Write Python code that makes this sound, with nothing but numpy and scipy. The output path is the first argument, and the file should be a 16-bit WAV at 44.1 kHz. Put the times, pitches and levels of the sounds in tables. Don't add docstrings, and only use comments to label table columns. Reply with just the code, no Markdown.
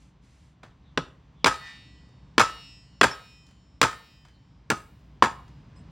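import sys
import numpy as np
from scipy import signal
from scipy.fft import rfft, irfft, next_fast_len
from scipy.io import wavfile
from scipy.ndimage import uniform_filter1d

SR = 44100
rng = np.random.default_rng(int(sys.argv[2]) if len(sys.argv) > 2 else 0)


def waveform_to_disk(signal):
    frames = np.transpose(np.atleast_2d(signal))
    scaled = np.clip(frames, -1, 1) * 32767
    samples = np.round(scaled).astype(np.int16)
    wavfile.write(sys.argv[1], SR, samples)


N = 260622

TIME = np.arange(N) / SR
HIT_TIME = TIME[:SR // 2]
HIT_SAMPLES = SR // 100
EDGES = 28 * 2 ** np.arange(0, 19, .5)[:20]
CENTRES = np.sqrt(EDGES[1:] * EDGES[:-1])
BANK = [signal.butter(2, pair, "band", fs=SR, output="sos") for pair in zip(EDGES, EDGES[1:])]

# start in seconds, level in dB before the trim of ring or buzz,
# tilt of the ring in dB per octave, shaking time in seconds, then four best-excited pitches in Hz.
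JOLTS = [(1.46, -44, -0.47, 0.034, 2510, 3688, 4307, 4517), (1.585, -41, -1.5, 0.1, 1803, 1954, 2299, 4526),
         (2.397, -41, 1.5, 0.041, 2869, 2670, 5434, 5141),
         (3.031, -45.5, 1.03, 0.026, 2482, 3070, 5250, 7063),
         (3.828, -45, -.5, 0.02, 1803, 3074, 4744, 4840),
         (4.709, -65, -0.31, 0.024, 2845, 4090, 4900, 6842),
         (5.235, -59.5, -1.8, .02, 2826, 4130, 4931, 6910)]
# pitch in Hz, side level minus mid level in dB.
STEREO_WIDTH = [(100, -40), (220, -25), (400, -10.5), (700, -6.5), (1250, -8), (2400, -37), (4400, -28),
                (8000, -11.5), (15000, -13.5)]


def from_db(db):
    return 10 ** (np.asarray(db) / 20)


def unit_rms(x):
    return x / np.sqrt(np.mean(x ** 2) + 1e-30)


def unit_energy(x):
    return x / np.sqrt(np.sum(x ** 2) + 1e-30)


def in_time(rows, column=1):
    rows = np.array(rows)
    return np.interp(TIME, rows[:, 0], rows[:, column])


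def at_hz(points, hz, axis=1):
    points = np.array(points)
    return np.interp(np.log(hz), np.log(points[:, 0]), points[:, axis])


def decay(t, t60):
    return np.exp(-np.log(1000) * t / max(t60, 1e-4))


def add(out, s, sound):
    start = max(round(s * SR), 0)
    out[start:start + len(sound)] += sound[:N - start]


def mode(hz, t60):
    ring = np.sin(2 * np.pi * hz * HIT_TIME) * decay(HIT_TIME, t60)
    return rng.choice([-1, 1]) * unit_energy(ring)


def contact(band_db, push, crush_s, t60, tail_db, tail_t60):
    t = HIT_TIME[:SR // 5]
    crush = decay(np.maximum(t - crush_s, 0), t60)
    envelope = crush + from_db(tail_db) * decay(t, tail_t60)
    force = [unit_energy(rng.standard_normal(len(t)) * envelope) for turn in range(2)]
    out = np.zeros(len(HIT_TIME))
    for k, hz in enumerate(CENTRES):
        drive = force[k % 2] + (t == 0) * push * (1000 / hz) ** .5
        band = unit_energy(signal.sosfilt(BANK[k], drive))
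        out[:len(t)] += from_db(band_db[k]) * band
    return out


def strikes(table, colour, push, crush_s, t60, tail_db, tail_t60, note_db, note_t60, block_db, spread_db):
    zones_hz = [300, 1060, 1830, 3700, 7700]
    # pitch in Hz, level in dB against its zone before the
    # trim block_db, time in seconds to fall 60 dB.
    block_modes = [(142, -10.5, 0.15), (283, -2, 0.084), (420, -12, 0.027), (521, -5, 0.07),
                   (895, -5, 0.089), (1281, -7, 0.26), (1414, -16, .4), (1457, -11.5, 0.1),
                   (1630, -5.5, 0.045), (3340, -11.5, .1), (3383, -6.5, .1), (4654, -12, 0.086),
                   (5010, -10, 0.073), (5200, -8.5, 0.091), (7180, -12.5, 0.16), (7390, -11, 0.098),
                   (8250, -10.5, 0.072), (8460, -16, 0.068)]
    out = np.zeros(N)
    pitches, mode_db, ring_t60 = np.transpose(block_modes)
    rings = np.array([mode(hz, length) for hz, length in zip(pitches, ring_t60)])
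    for s, note_hz, *levels in table:
        zones = list(zip(zones_hz, levels))
        band_db = at_hz(zones, CENTRES) + at_hz(colour, CENTRES)
        hit = contact(band_db, push, crush_s, t60, tail_db, tail_t60)
        hit += from_db(at_hz(zones, note_hz) + note_db) * mode(note_hz, note_t60)
        scatter_db = spread_db * rng.standard_normal(len(pitches))
        strengths = from_db(at_hz(zones, pitches) + mode_db + block_db + scatter_db)
        hit += (strengths * rng.choice([-1, 1], len(pitches))) @ rings
        add(out, s, hit * np.sqrt(HIT_SAMPLES))
    return out


def cleaver():
    # (per half octave over 10 ms, before the colour is added).
    chops = [(.9752, 1525, -32.5, -26, -31, -24, -50.5), (1.4443, 1110, -25.5, -26, -24, -17.5, -32.5),
             (2.3803, 1069, -22, -22.5, -17.5, -18.5, -29), (3.0125, 1132, -21, -22.5, -16.5, -20, -26.5),
             (3.8147, 1063, -28.5, -24, -22, -19, -21.5), (4.7015, 1668, -32, -32.5, -28.5, -31.5, -26),
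             (5.2235, 1062, -29.5, -15, -21, -26.5, -34.5)]
    # pitch in Hz, level in dB.
    chop_colour = [(28, -45), (55, -16.5), (100, -14.5), (170, -2.5), (260, 4.5), (450, 1.5), (660, -6.5),
                   (1050, 0), (2000, 1.5), (3700, -2.5), (7700, -3.5), (12000, -9), (15500, -5)]
    return strikes(chops, chop_colour, push=0.72, crush_s=0.0019, t60=0.016, tail_db=-20.5, tail_t60=.09,
                   note_db=3.5, note_t60=0.015, block_db=-4.5, spread_db=2.0)


def landings(count=9):
    # first landing in seconds, how many seconds it keeps full strength, knock note in Hz,
    # then thump, knock and crack levels in dB; notes and levels are scattered from landing to landing.
    rattles = [(0.98, 0.00065, 1415, -34.5, -35, -52.5), (1.4598, 0.014, 1596, -33, -19, -30),
               (2.3957, 0.017, 1292, -36.5, -18, -30), (3.0311, .009, 1611, -30, -16, -29.5),
               (3.829, .008, 1317, -34, -19, -31.5), (4.707, .008, 1381, -34.5, -28, -41.5),
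               (5.2306, .02, 879, -39, -24.5, -40.5)]
    first_gap_s, gap_growth, gap_scatter = .0078, 1.13, 0.074
    fade_db, fade_s = 7.5, 0.0065
    level_scatter_db, note_scatter_octaves = 1.5, .08
    clack_db, tick_db = -2.5, -0.5
    contacts = []
    for s, full_s, note_hz, thump, knock, crack in rattles:
        delay = 0
        for k, (late, harder, higher) in enumerate(rng.standard_normal((count, 3))):
            loss = fade_db * np.log2(1 + max(delay - full_s, 0) / fade_s)
            levels = np.array([thump, knock, knock + clack_db, crack, crack + tick_db])
            levels = levels - loss + level_scatter_db * harder
            note = note_hz * 2 ** (note_scatter_octaves * higher)
            contacts.append((s + delay, note, *levels))
            delay += first_gap_s * gap_growth ** k * (1 + gap_scatter * late)
    return contacts


def clatter():
    # pitch in Hz, level in dB.
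    rattle_colour = [(28, -35.5), (60, -10.5), (100, -5.5), (150, 0), (210, -1), (290, 0), (430, -3),
                     (660, -5), (1050, -2.5), (1900, -2), (7700, 1), (12000, -5), (15500, -11)]
    return strikes(landings(), rattle_colour, push=0.18, crush_s=.001, t60=0.037, tail_db=-13.5,
                   tail_t60=0.022, note_db=0, note_t60=0.046, block_db=-1.5, spread_db=1.0)


def strokes(table, attack_s, release_s):
    gain = 0
    for s, length, db in table:
        rise = (TIME - s) / attack_s
        fall = (s + length - TIME) / release_s
        gain = gain + from_db(db) * np.clip(np.minimum(rise, fall), 0, 1)
    return gain


def handling():
    # start in seconds, then low, middle and high levels
    # in dB, from which the colour below is built.
    touches = [(.632, -48.5, -46, -58), (2.089, -65.5, -72, -73), (3.466, -93, -79, -62),
               (3.488, -85.5, -65.5, -65.5), (3.509, -70.5, -68, -65.5), (4.25, -72, -55, -63.5),
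               (4.283, -75, -61.5, -66.5), (5.479, -65, -62.5, -67.5), (5.76, -64, -61.5, -79.5)]
    # pitch in Hz, relative level in dB.
    blade_modes = [(5100, -0.74), (7680, 0.29), (8650, -1.6)]
    # start in seconds, length in seconds, level in dB.
    drags = [(5.755, 0.078, -66)]
    out = np.zeros(N)
    for s, low, middle, high in touches:
        colour = [(50, low - 10), (250, low), (1400, middle - 3), (5500, high - 3), (15000, high - 12)]
        tap = contact(at_hz(colour, CENTRES), push=0.71, crush_s=0.0023, t60=0.027,
                      tail_db=-3.5, tail_t60=0.29)
        add(out, s, np.sqrt(HIT_SAMPLES) * tap)
    friction = rng.standard_normal(N)
    song = np.zeros(N)
    for hz, db in blade_modes:
        song += from_db(db) * signal.fftconvolve(friction, mode(hz, 0.079))[:N]
    return out + strokes(drags, attack_s=0.013, release_s=0.044) * unit_rms(song)


def slide():
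    # start in seconds, length in seconds, level in dB.
    slides = [(-.04, 0.19, -68), (.21, 0.36, -69.5)]
    # pitch in Hz, relative level in dB.
    hiss = [(800, -9), (2000, 1), (4000, -2), (7000, -3), (10000, -7), (15000, -21)]
    return strokes(slides, attack_s=0.039, release_s=0.12) * noise(hiss)


def dishes(rise_s=.005):
    # start in seconds, pitch in Hz, level in dB, time in seconds to fall 60 dB.
    notes = [(.989, 1280, -36, 0.11), (1.5, 1253, -29.5, 0.26), (2.428, 1305, -25, 0.29),
             (3.06, 1278, -31.5, 0.36), (3.109, 5400, -33.5, .12), (3.86, 1253, -39.5, 0.43),
             (4.721, 1250, -30.5, 0.23), (5.245, 910, -29, .22)]
    out = np.zeros(N)
    swell = 1 - np.exp(-HIT_TIME / rise_s)
    for s, hz, db, t60 in notes:
        tone = np.sqrt(2) * np.sin(2 * np.pi * hz * HIT_TIME)
        add(out, s, from_db(db) * tone * swell * decay(HIT_TIME, t60))
    return out


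def basin(spread_db=1.0, favour_db=7.0, favour_octaves=0.038, split_hz=2.1, twin=0.68, ring_db=2.0):
    # pitch in Hz, relative level in dB.
    wall_modes = [(1803, -61.5), (1954, -60.5), (2121, -72), (2299, -74), (2482, -66.5), (2670, -68.5),
                  (2869, -68), (3074, -68), (3273, -75.5), (3688, -69), (3892, -71.5), (4102, -78),
                  (4307, -74.5), (4517, -76), (4721, -84), (4931, -74.5), (5141, -84.5), (5346, -72.5),
                  (5556, -79), (6191, -91), (6406, -90.5), (6621, -92), (6842, -84.5), (7063, -85.5),
                  (7515, -86.5), (7741, -82), (8253, -84.5), (8936, -86)]
    # pitch in Hz, time in seconds to fall 60 dB.
    ring_times = [(1800, .75), (2700, 1.05), (3700, 1.3), (5300, 1.7), (7100, 1.9), (9000, 1.3)]
    out, t = np.zeros(N), TIME[:2 * SR]
    pitches, mode_db = np.transpose(wall_modes)
    rings = np.zeros((len(pitches), len(t)))
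    for k, hz in enumerate(pitches):
        phase = 2 * np.pi * (hz * t + rng.random())
        beat = 2 * np.pi * (split_hz * (.5 + rng.random()) * t + rng.random())
        pair = np.sin(phase) + twin * np.sin(phase + beat)
        rings[k] = pair * decay(t, at_hz(ring_times, hz))
    for s, level_db, tilt_db, shaking, *favoured in JOLTS:
        nearness = [np.exp(-(np.log2(pitches / hz) / favour_octaves) ** 2) for hz in favoured]
        boost_db = favour_db * np.max(nearness, axis=0)
        slope_db = tilt_db * np.log2(pitches / pitches[0])
        scatter_db = spread_db * rng.standard_normal(len(pitches))
        strengths = unit_energy(from_db(mode_db + slope_db + boost_db + scatter_db))
        swell = np.minimum(t / max(shaking, .001), 1)
        add(out, s, from_db(level_db + ring_db) * np.sqrt(2) * swell * (strengths @ rings))
    return out


def buzz(buzz_db=-8, buzz_t60=.4):
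    # pitch in Hz, relative level in dB per Hz.
    buzz_spectrum = [(600, -10), (1300, 0.5), (2200, -3), (4500, -9), (8000, -16), (10500, -28.5)]
    gain, t = np.zeros(N), TIME[:SR]
    for s, level_db, tilt_db, shaking, *favoured in JOLTS:
        swell = np.minimum(t / max(shaking, .001), 1)
        settling = decay(np.maximum(t - shaking, 0), buzz_t60)
        add(gain, s, from_db(level_db + buzz_db) * swell * settling)
    return gain * noise(buzz_spectrum)


def widening(x, lag_s=0.00063, level_db=-24.0):
    band_hz = (480, 2600)
    out = np.zeros(N)
    middle = signal.sosfilt(signal.butter(2, band_hz, "band", fs=SR, output="sos"), x)
    add(out, lag_s, middle)
    return from_db(level_db) * out * [[1], [-1]]


def stereo_bands(size):
    white = rng.standard_normal((2, 2, size + SR // 4))
    for k, hz in enumerate(CENTRES):
        mid, side = signal.sosfilt(BANK[k], white[k % 2])[:, -size:]
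        yield hz, unit_rms(mid + from_db(at_hz(STEREO_WIDTH, hz)) * side * [[1], [-1]])


def yard_echo(x, first_s=0.0075, build_s=0.0048):
    # pitch in Hz, level in dB, time in seconds to fall 60 dB.
    echo = [(100, -21, 0.29), (300, -18, 0.27), (600, -16, 0.52), (1120, -16, .37), (1990, -19.5, 0.47),
            (4000, -12, 0.27), (7800, -11.5, 0.25), (15000, -19, 1)]
    t = TIME[:SR]
    onset = np.clip((t - first_s) / build_s, 0, 1)
    response = 0
    for hz, band in stereo_bands(len(t)):
        share = np.sqrt(2 * hz * (2 ** .25 - 2 ** -.25) / (SR / 2))
        tail = unit_energy(band * onset * decay(t, at_hz(echo, hz, axis=2)))
        response = response + share * from_db(at_hz(echo, hz)) * tail
    return signal.fftconvolve(x[None], response, axes=1)[:, :N]


def bird(blur_hz=220, fall_hz_per_s=3700):
    # start in seconds, length in seconds, starting pitch in Hz before the waver, level in dB.
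    calls = [(0.66, 0.1, 3870, -80), (0.809, .15, 4000, -75), (1.17, 0.12, 3700, -89),
             (1.336, 0.18, 3600, -72.5), (1.932, .1, 3205, -72.5), (4.321, 0.077, 4280, -76.5)]
    out = np.zeros(N)
    for s, length, start_hz, db in calls:
        size = int(length * SR)
        waver = unit_rms(uniform_filter1d(rng.standard_normal(SR), size=40))[:size]
        hz = start_hz - fall_hz_per_s * TIME[:size] + blur_hz * waver
        call = np.sin(2 * np.pi * np.cumsum(hz) / SR) * np.hanning(size)
        add(out, s, from_db(db) * unit_rms(call))
    return out


def noise(spectrum):
    hz = np.maximum(np.arange(N // 2 + 1) * SR / N, 1)
    inside = (hz >= spectrum[0][0]) & (hz <= spectrum[-1][0])
    mid, side = rfft(rng.standard_normal((2, N))) * from_db(at_hz(spectrum, hz)) * inside
    stereo = mid + from_db(at_hz(STEREO_WIDTH, hz)) * side * [[1], [-1]]
    return unit_rms(irfft(stereo, N))


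def background(rumble_db=1.5, air_db=-68, air_follows=0.81):
    # time in seconds, level in dB before the trim rumble_db.
    rumble_level = [(0.0, -57.5), (0.62, -58), (0.87, -55.5), (2.39, -53.5), (2.67, -56), (4.33, -57.5),
                    (5.91, -48.5)]
    # pitch in Hz, relative level in dB.
    rumble_spectrum = [(15, -42.5), (25, -23), (35, -22.5), (49, -2), (65, 2), (86, -8.5), (130, -2),
                       (177, -6.5), (216, -13.5), (305, -14.5), (325, -23), (408, -24), (600, -31.5),
                       (780, -62), (1320, -120)]
    air_spectrum = [(290, -29), (500, -9), (631, -4.5), (698, -5.5), (1050, -3), (1280, -9), (3250, -14),
                    (6420, -24), (11500, -42.5), (16000, -33.5)]
    level = in_time(rumble_level)
    rumble = from_db(level + rumble_db) * noise(rumble_spectrum)
    air = from_db(air_db + air_follows * (level - level.mean())) * noise(air_spectrum)
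    return rumble + air


def scene():
    work = cleaver() + clatter() + handling()
    ringing = dishes() + basin() + buzz()
    return work + yard_echo(work) + widening(work) + ringing + bird() + slide() + background()


def record(dry):
    # pitch in Hz, phase in radians by which the left port leads.
    port_phase = [(100, 0), (4600, 0), (6200, -.5), (6700, -1.0), (8400, -1.8), (10600, -2.9),
                  (13800, -3.3), (16000, -4.4)]
    overload, cutoff_hz = 1.3, 16300
    size = next_fast_len(N + SR // 10)
    hz = np.maximum(np.arange(size // 2 + 1) * SR / size, 1)
    shifted = rfft(dry[0], size) * np.exp(1j * at_hz(port_phase, hz))
    left = irfft(shifted, size)[:N]
    rounded = overload * np.tanh(np.array([left, dry[1]]) / overload)
    return signal.sosfilt(signal.ellip(10, .2, 90, cutoff_hz, fs=SR, output="sos"), rounded)


dry = scene()
out = record(dry)
waveform_to_disk(out)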